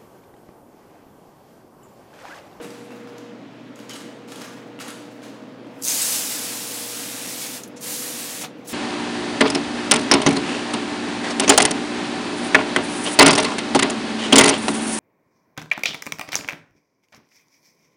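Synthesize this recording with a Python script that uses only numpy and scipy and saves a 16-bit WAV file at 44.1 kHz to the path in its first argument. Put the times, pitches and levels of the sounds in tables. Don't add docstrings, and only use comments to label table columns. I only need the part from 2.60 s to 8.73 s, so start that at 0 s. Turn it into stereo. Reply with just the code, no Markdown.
import sys
import numpy as np
from scipy import signal
from scipy.fft import rfft, irfft, next_fast_len
from scipy.io import wavfile
from scipy.ndimage import uniform_filter1d, map_coordinates

SR = 44100
rng = np.random.default_rng(int(sys.argv[2]) if len(sys.argv) > 2 else 0)


def dump_mix(stems):
    frames = np.atleast_2d(stems).T
    limited = np.clip(frames, -1, 1)
    pcm = np.round(limited * 32767).astype(np.int16)
    wavfile.write(sys.argv[1], SR, pcm)


def volts_from_db(level):
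    exponent = np.asarray(level, float) / 20
    return 10 ** exponent


N = 270333
CUT_S, FAST = 4.668, 2.5

# [start_s, peak_db, ring_hz, thud_db]
TICKS = [(0.0136, -43, 2600, 4), (0.045, -41, 5810, 12), (0.1044, -36, 5300, -7), (0.306, -38, 2630, 15),
         (0.473, -38, 2950, 12), (0.581, -49, 2770, -14), (1.1583, -39, 6560, -13), (1.19, -36, 2740, -8),
         (1.2, -38, 5460, -3), (1.2945, -25.5, 5850, -9), (1.3014, -39, 2990, -15),
         (1.308, -33.5, 9200, -13), (1.3348, -27, 3780, -15), (1.3592, -38, 8400, -17),
         (1.4053, -42, 3980, -9), (1.685, -43, 2730, -11), (1.7203, -31, 6800, -11),
         (1.7587, -28.5, 2790, -14), (1.7994, -43, 5250, -14), (1.8114, -38, 2490, -17),
         (1.8173, -27.5, 6100, -14.5), (2.1899, -33, 1900, 9.5), (2.2024, -37, 7020, -4),
         (2.223, -32.5, 4740, -4), (2.281, -27.5, 9500, -11.5), (2.304, -29.5, 9000, -12),
         (2.6202, -43, 3498, -7), (3.0693, -43, 2752, 2)]
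# [start_s, peak_db, ring_hz, snap_db]
SPITS = [(3.2229, -25, 7560, -5), (3.2356, -25.5, 8730, -9), (3.243, -14.5, 6286, -4),
         (3.25, -16.5, 6510, -13), (3.259, -20.5, 6100, -11), (3.2664, -17, 6890, -9),
         (3.2767, -10, 6570, -8), (3.2834, -9, 6400, -12), (3.2984, -8.5, 7800, -12),
         (3.4184, -5, 8300, -8), (3.424, -12, 8110, -13), (3.4694, -13, 7700, -9),
         (3.5194, -10.5, 8050, -9), (5.0355, -20.5, 6470, -2), (5.0777, -35, 11000, -9),
         (5.209, -33, 8900, -1)]
# [open_s, shut_s, rise_s, fall_db_per_s]
BURSTS = [
    (3.212, 4.965, .035, 260),
    (5.205, 5.833, 0.016, 650),
    (6.071, 6.3, 0.0068, 600),
]


def unit(x):
    return x / np.sqrt(np.mean(x ** 2) + 1e-20)


def along(points, hz):
    f, v = np.transpose(points)
    return np.interp(np.log(hz + 1), np.log(f + 1), v)


def wobble(rate, size=N):
    knots = rng.standard_normal(int(size * rate / SR) + 4)
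    return map_coordinates(knots, [np.arange(size) * rate / SR])


def filtered(x, response):
    size = next_fast_len(x.shape[-1] + SR // 2)
    spectrum = rfft(x, size) * response(np.fft.rfftfreq(size, 1 / SR))
    return irfft(spectrum, size)[..., :x.shape[-1]]


def modes(rows):
    def response(f):
        return sum((-1) ** k * volts_from_db(db) * 1j * f * width / (c * c - f * f + 1j * f * width)
                   for k, (c, width, db) in enumerate(rows))
    return response


def narrow(hz, width_hz):
    size = len(hz)
    phase = 2 * np.pi * np.cumsum(hz) / SR
    return unit(wobble(width_hz, size) * np.cos(phase) + wobble(width_hz, size) * np.sin(phase))


def patter(spectrum, per_s, share, spread_db, patchy_db, size=N):
    z = signal.stft(rng.standard_normal(size), nperseg=512)[2]
    patches = uniform_filter1d(uniform_filter1d(rng.standard_normal(z.shape), 8, 0), 10, 1)
    noise = signal.istft(z * volts_from_db(patchy_db * unit(patches)), nperseg=512)[1][:size]
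    draw = rng.random((3, size))
    strength = volts_from_db(-spread_db * np.log(draw[1] + .01))
    hits = (draw[0] < per_s / SR) * strength * np.sign(draw[2] - .5)
    share = np.clip(share, 0, 1)
    mix = np.sqrt(1 - share) * unit(noise) + np.sqrt(share) * unit(hits)
    return unit(filtered(mix, lambda hz: volts_from_db(along(spectrum, hz))))


def cracks(rows, life_s, ring_db, width):
    out, t = np.zeros(N + SR), np.arange(SR // 20) / SR
    for s, db, hz, snap_db in rows:
        bright = np.convolve(rng.standard_normal(len(t)), [.7, .7, -.2, -.7, -.5])[:len(t)]
        snap = volts_from_db(snap_db - 60 * t / life_s) * bright
        ring = volts_from_db(ring_db - 40 * t / life_s) * narrow(hz + 0 * t, width * hz)
        onset = 1 - np.exp(-t / 0.00032)
        out[round(s * SR):][:len(t)] += volts_from_db(db) * (.4 * snap + ring) * onset
    return out[:N]


def kicks(times, life_s):
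    t = np.arange(N) / SR
    lag = t - np.concatenate([[-9], times])[np.searchsorted(times, t)]
    return np.exp(-lag / life_s)


def tone(rows, size):
    s, hz, db = np.transpose(rows)
    t = np.arange(size) / SR
    pitch = np.interp(np.minimum(t, CUT_S - .3), s, hz) + 1.2 * wobble(5, size)
    return np.sin(2 * np.pi * np.cumsum(pitch) / SR), np.sqrt(2) * volts_from_db(np.interp(t[:N], s, db))


def ventilation():
    # [pitch_hz, level_db_per_hz]
    duct = [(35, -90), (60, -60), (91, -32), (107, -18), (171, -8), (255, 2), (322, -5), (416, -9.5),
            (456, -8.5), (604, -9.5), (690, -12.5), (1220, -18.5), (2690, -24), (5500, -35), (9500, -48.5),
            (15800, -56.5)]
    # [pitch_hz, level_db]
    hum = [(295, -50), (425, -62), (523, -61.5), (602, -78)]
    # [start_s, pitch_hz, level_db]
    door_hum = [(0.0, 474.6, -38.5), (0.13, 475, -44.5), (0.75, 476.8, -44.5), (0.84, 483, -67),
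                (1.24, 479.2, -52), (1.34, 476.9, -50), (2.34, 478, -48.5), (3.4, 486, -50.5),
                (4.35, 479.3, -45.5), (4.9, 478.3, -50), (5.42, 480, -44.5), (5.77, 480, -52),
                (6.13, 482, -48.5)]
    # [pitch_hz, level_db]
    mains = (120, -55.5)
    # [start_s, pitch_hz, level_db]
    blade = [
        (0, 626, -60),
        (2.0, 621, -59.5),
        (2.15, 624, -59),
        (2.6, 625, -53.5),
        (3.1, 626, -55),
        (3.4, 622, -80),
    ]
    size = 3 * N // 2
    t = np.arange(size) / SR
    lines = volts_from_db(mains[1] + 2.5) * np.sin(2 * np.pi * mains[0] * t)
    for hz, db in hum:
        lines += volts_from_db(db + 2.5 + 0.84 * wobble(3.02, size)) * np.sin(2 * np.pi * hz * t)
    air = patter(duct, 300, 0, 1, patchy_db=0.98, size=size)

    now, piece = np.arange(N), 1300
    since = np.maximum(now - CUT_S * SR, 0)

    def skip(shift):
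        jump = (FAST - 1) * piece * np.floor(since / piece + shift)
        return np.minimum(now + jump.astype(int) * (since > 0), size - 1)

    fade = np.sin(np.pi / 2 * np.clip(since / piece % 1 / .4 + (since == 0), 0, 1)) ** 2

    def kept(x):
        return np.sqrt(fade) * x[skip(1)] + np.sqrt(1 - fade) * x[skip(0)]

    tones = sum(gain * kept(wave) for wave, gain in (tone(door_hum, size), tone(blade, size)))
    door_db = 6 * np.exp(-now / SR / 0.048)
    return volts_from_db(-42.5 + door_db + 1.5) * kept(air) + kept(lines) + tones


def sole_pressure():
    # [start_s, scrape_db, hold_s, grit_over_scrape_db, body_over_scrape_db]
    strokes = [(0.009, -46.5, 0.025, -4, 0), (.13, -54.5, 0.11, -4, -14), (0.314, -52, 0.026, -9.5, 4.5),
               (.472, -57, .03, -11, 3), (0.574, -51.5, .01, -18, -14), (1.152, -50.5, 0.046, -7.5, 1),
               (1.285, -42.5, .012, -16, -4), (1.334, -45, 0.028, -6.5, -4), (1.673, -45.5, .04, -8, -2.5),
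               (1.715, -42, .06, -8.5, -4.5), (1.814, -44.5, 0.029, -7, 2.5),
               (2.195, -42.5, 0.069, -7.5, 0), (2.273, -46, .055, -7.5, -11), (2.505, -57, 0.12, -10, 0),
               (2.625, -47, .03, -10.5, -3)]
    lift = [91.5, 122, 60]
    attack_s = 0.0049
    t, power = np.arange(N) / SR, np.zeros((3, N))
    for s, db, hold_s, grit_db, body_db in strokes:
        fade_db = np.outer(lift, np.maximum(t - s - hold_s, 0))
        level_db = db + np.array([[0], [grit_db], [body_db]]) - fade_db
        power += (np.clip((t - s) / attack_s, 0, 1) * volts_from_db(level_db)) ** 2
    return np.sqrt(power)


def sole_drags():
    # [pitch_hz, level_db_per_hz]
    rubber = [(1200, -5.5), (2500, -1.5), (4000, -2), (7000, -5.5), (11000, -27.5)]
    # [pitch_hz, level_db_per_hz]
    grains = [(4000, -45), (7500, 1.5), (10000, 0), (13000, -7), (16000, -36)]
    # [pitch_hz, level_db_per_hz]
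    body_tone = [(350, -30), (800, -3), (1400, 0.5), (2200, -4.5), (4000, -25)]
    scrape, grit, body = sole_pressure()
    drag = scrape * patter(rubber, 2500, 0.77, 2.9, 1.5)
    drag += grit * patter(grains, 2000, 0.27, 2.3, 1.6)
    drag += volts_from_db(-1.0) * body * patter(body_tone, 1200, 0.42, 2.5, 0.78)
    jolt = 1 + .9 * kicks([row[0] for row in TICKS], .012)
    return volts_from_db(-5.5) * drag * volts_from_db(2.5 * wobble(60)) * jolt


def slaps():
    # [start_s, peak_db, ring_hz, snap_db]
    flicks = [
        (.5822, -40, 6000, 6),
        (2.1895, -30, 3000, -16),
    ]
    ticks = [(s, db, hz, 0.5 - 0.28 * max(thud_db + 8, 0)) for s, db, hz, thud_db in TICKS]
    snaps = cracks(ticks + list(flicks), 0.011, ring_db=-5.5, width=0.36)
    thuds = np.zeros(N)
    for s, db, _, thud_db in TICKS:
        thuds[round(s * SR)] = volts_from_db(db + thud_db + 19)
    body = modes([(900, 900, 0), (1600, 700, -3)])
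    return snaps + filtered(thuds, lambda hz: body(hz) / (1 + 1j * hz / 2200) ** 2)


def squeals():
    # [start_s, end_s, from_hz, to_hz, level_db]
    glides = [(.3, 0.343, 2700, 2640, -58.5), (0.459, 0.539, 5100, 5050, -71),
              (.95, 1.0, 10300, 11350, -86), (0.998, 1.12, 11400, 11200, -84),
              (1.295, 1.343, 3200, 2950, -49), (1.322, 1.34, 4030, 3800, -53),
              (1.338, 1.362, 10300, 10200, -56), (1.345, 1.401, 8500, 8300, -56),
              (1.82, 1.86, 6800, 6400, -66), (2.93, 3.12, 9800, 9900, -85.5)]
    out = np.zeros(N)
    for start, end, from_hz, to_hz, db in glides:
        u = np.linspace(0, 1, round((end - start) * SR))
        squeal = narrow(from_hz + (to_hz - from_hz) * u, 220)
        out[round(start * SR):][:len(u)] += volts_from_db(db + 4) * np.sin(np.pi * u) ** .5 * squeal
    return out


def rustles():
    # [start_s, end_s, pitch_hz, level_db]
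    brushes = [
        (.3, .41, 15000, -78),
        (2.47, 2.61, 14800, -74),
        (3.1, 3.21, 14500, -84),
    ]
    out = np.zeros(N)
    for start, end, hz, db in brushes:
        size = round((end - start) * SR)
        out[round(start * SR):][:size] += volts_from_db(db) * np.hanning(size) * narrow(np.full(size, hz), 1800)
    return out


def flow():
    # [start_s, jet_db, aim_db]
    pressure = [(3.3, -23.5, 0.27), (3.374, -26.5, 0), (3.43, -24.5, 1), (3.5, -26.5, -0.5),
                (3.535, -25, 0.79), (3.66, -29.5, 0.72), (3.92, -33.5, 0.56), (4.22, -34.5, 0),
                (4.65, -36, 0.98), (4.71, -34.5, -0.39), (4.766, -35.5, -0.68), (4.832, -31.5, 1.1),
                (4.902, -36, 0.094), (5.22, -34.5, 0), (5.338, -32, -1.6), (5.55, -35, -0.049),
                (5.6, -33.5, 0.69), (5.82, -38.5, -0.41)]
    # [start_s, level_db, life_s, splash_over_db, mist_over_db]
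    slugs = [
        (5.031, -50, .009, -3, -3),
        (5.074, -62, .005, -9, 10),
        (5.158, -51, 0.015, 1, -19),
        (5.809, -45, 0.012, -4, -10),
        (5.834, -52, .012, 14, -8),
        (5.965, -77, 0.024, 0, 5),
        (6.04, -61, 0.021, 4, 2),
    ]
    t = np.arange(N) / SR
    s, jet_db, aim_db = np.transpose(pressure)
    over_db = np.interp(t, s, jet_db) + 32
    aim_db = np.interp(t, s, aim_db)
    late = t - 0.034 / np.where(t > CUT_S, FAST, 1)

    def opened(lands, on, rise_s):
        leak_db_per_s = 330 * (FAST if on > CUT_S else 1)
        leak = volts_from_db(-22 - leak_db_per_s * np.abs(lands - on))
        return 1 - np.exp(-np.maximum(lands - on, 0) / rise_s) + leak

    def trigger(lands):
        return sum(opened(lands, on, rise_s) * volts_from_db(-fall * np.maximum(lands - off, 0))
                   for on, off, rise_s, fall in BURSTS)

    nozzle = volts_from_db(over_db - 32) * trigger(t)
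    splash = volts_from_db(-40 + 0.24 * over_db + aim_db) * trigger(late)
    mist = volts_from_db(-35 + 1.04 * over_db - aim_db) * trigger(t)
    out = np.array([nozzle, splash, mist, 0 * t])
    for s, db, life_s, splash_db, mist_db in slugs:
        u = np.maximum(t - s, 0) / life_s
        levels = np.array([[0], [splash_db], [mist_db], [3.5]])
        out += volts_from_db(db + levels) * (u * np.exp(1 - u)) ** 2
    whole = np.ones(N)
    for on, _, rise_s, _ in BURSTS:
        broken = (late < on + rise_s) * (t > on - rise_s)
        whole -= broken * np.exp(-np.maximum(late - on, 0) / rise_s * 2)
    return (*out, whole)


def thin(hz):
    return 1 / (1 + (3470 / (hz + 1)) ** 4)


def sputtering():
    from_pull_s = np.abs(np.arange(N) / SR - BURSTS[0][0])
    starved = 0.75 * np.clip(1 - from_pull_s / 0.078, 0, 1) ** .5
    return 1 - starved + 2 * starved * kicks([row[0] for row in SPITS], .003)


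def air_pocket():
    # [start_s, pitch_hz, level_db]
    whistle = [
        (3.235, 6300, -42),
        (3.29, 6400, -30.5),
        (3.35, 6300, -35),
        (3.408, 7730, -35),
        (3.418, 8122, -28),
        (3.469, 8240, -34.5),
        (3.531, 8300, -36.5),
        (3.599, 7500, -48),
        (3.85, 7780, -44),
    ]
    t = np.arange(N) / SR
    s, hz, db = np.transpose(whistle)
    return volts_from_db(np.interp(t, s, db, -200, -200)) * narrow(np.interp(t, s, hz), 700)


def spray():
    # [pitch_hz, level_db_per_hz]
    hiss_tone = [(1500, -14.5), (3500, -8), (5000, -3.5), (6500, -2.5), (8200, -2), (10500, -5),
                 (13000, -20.5), (16000, -33.5)]
    # [pitch_hz, level_db_per_hz]
    floor_tone = [(250, -42), (600, -1.5), (1200, -4), (2500, -2), (4000, -3), (7000, -14), (12000, -38)]
    # [pitch_hz, level_db_per_hz]
    mist_tone = [(5000, -48), (9000, -6.5), (11000, 0), (14500, -3.5), (15900, -5)]
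    nozzle, splash, mist, gulp, whole = flow()
    flutter = volts_from_db(0.34 * wobble(14) + 0.33 * wobble(120))
    sputter = sputtering()
    hiss = patter(hiss_tone, 4000, 0.37, 1.1, 1.2)
    hiss = whole * hiss + (1 - whole) * filtered(hiss, thin)
    jet = sputter * (nozzle * hiss + air_pocket())
    jet += gulp * narrow(np.full(N, 6400), 2400)
    drops = splash * patter(floor_tone, 3000, 0.29, 1.5, 0.9)
    drops += sputter * mist * patter(mist_tone, 4000, 0.28, 3.1, 1.9)
    spits = filtered(cracks(SPITS, 0.0073, ring_db=-7, width=.15), thin)
    return flutter * (jet + drops) + volts_from_db(1.5) * spits


def valve_slams():
    # [pitch_hz, width_hz, level_db]
    body = [(178, 46, 3), (750, 25, 10), (1290, 140, -2.5)]
    # [start_s, level_db]
    seat = [
        (5.837, 8),
        (5.851, 8),
    ]
    blows = np.zeros(N)
    for s, db in seat:
        blows[round(s * SR)] = volts_from_db(db)
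    return filtered(blows, lambda hz: modes(body)(hz) / (1 + 1j * hz / 1800) ** 2)


def room(x, speed):
    # [pitch_hz, t60_s]
    decay = [(300, .6), (2000, .6), (5000, .55), (10000, .42), (14000, .28), (16000, .2)]
    hz, t, z = signal.stft(rng.standard_normal(int(.7 * SR)), SR, nperseg=256)
    fading = volts_from_db(-60 * t * speed / along(decay, hz)[:, None])
    tail = signal.istft(z * fading, SR, nperseg=256)[1]
    return signal.fftconvolve(np.pad(x, (200, 0)), tail / np.linalg.norm(tail))[:N]


def scene():
    feet = sole_drags() + slaps() + squeals() + rustles()
    water = spray() + valve_slams()
    late = np.arange(N) > CUT_S * SR
    send = volts_from_db(-3.0) * feet + volts_from_db(-11.5) * water
    near = feet + volts_from_db(1) * water
    near += room(send * ~late, speed=0.83) + volts_from_db(-2.0) * room(send * late, FAST)
    mono = filtered(near, lambda hz: (hz / 130) ** 6 / (1 + (hz / 130) ** 6)) + ventilation()
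    return np.array([mono, mono])


def roll_off(x):
    return signal.sosfilt(signal.butter(12, 16490, fs=SR, output="sos"), x)


def record(dry):
    t = np.arange(N) / SR
    hiss = volts_from_db(-84.5) * unit(filtered(rng.standard_normal(N), lambda hz: 1 / (1 + (hz / 120) ** 4)))
    mono = filtered(dry[0] + hiss, lambda hz: np.clip((15950 - hz) / 150, 0, 1))
    mono = mono * np.clip(np.abs(t - CUT_S) / 0.001998, 0, 1)

    count, low_hz, top_hz, width = 18, 4200, 11500, .22
    hz, frames, z = signal.stft(mono, SR, nperseg=1024)
    draw = rng.random((count, 2))
    busy = np.cumsum(np.abs(z[hz > low_hz]).sum(0) ** .5)
    starts = np.interp(draw[:, 0], busy / busy[-1], frames)
    lows = low_hz * (top_hz / low_hz) ** draw[:, 1]
    chosen = np.zeros(z.shape, bool)
    for s, low in zip(starts, lows):
        chosen |= np.outer((hz > low) & (hz < low * (1 + width)), np.abs(frames - s) < .017)
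    scrambled = z * chosen * np.exp(2j * np.pi * rng.random(z.shape))
    side = volts_from_db(-5.5) * signal.istft(scrambled, SR, nperseg=1024)[1][:N]
    return roll_off(np.array([mono + side, mono - side]))


dry = scene()
out = record(dry)
dump_mix(out)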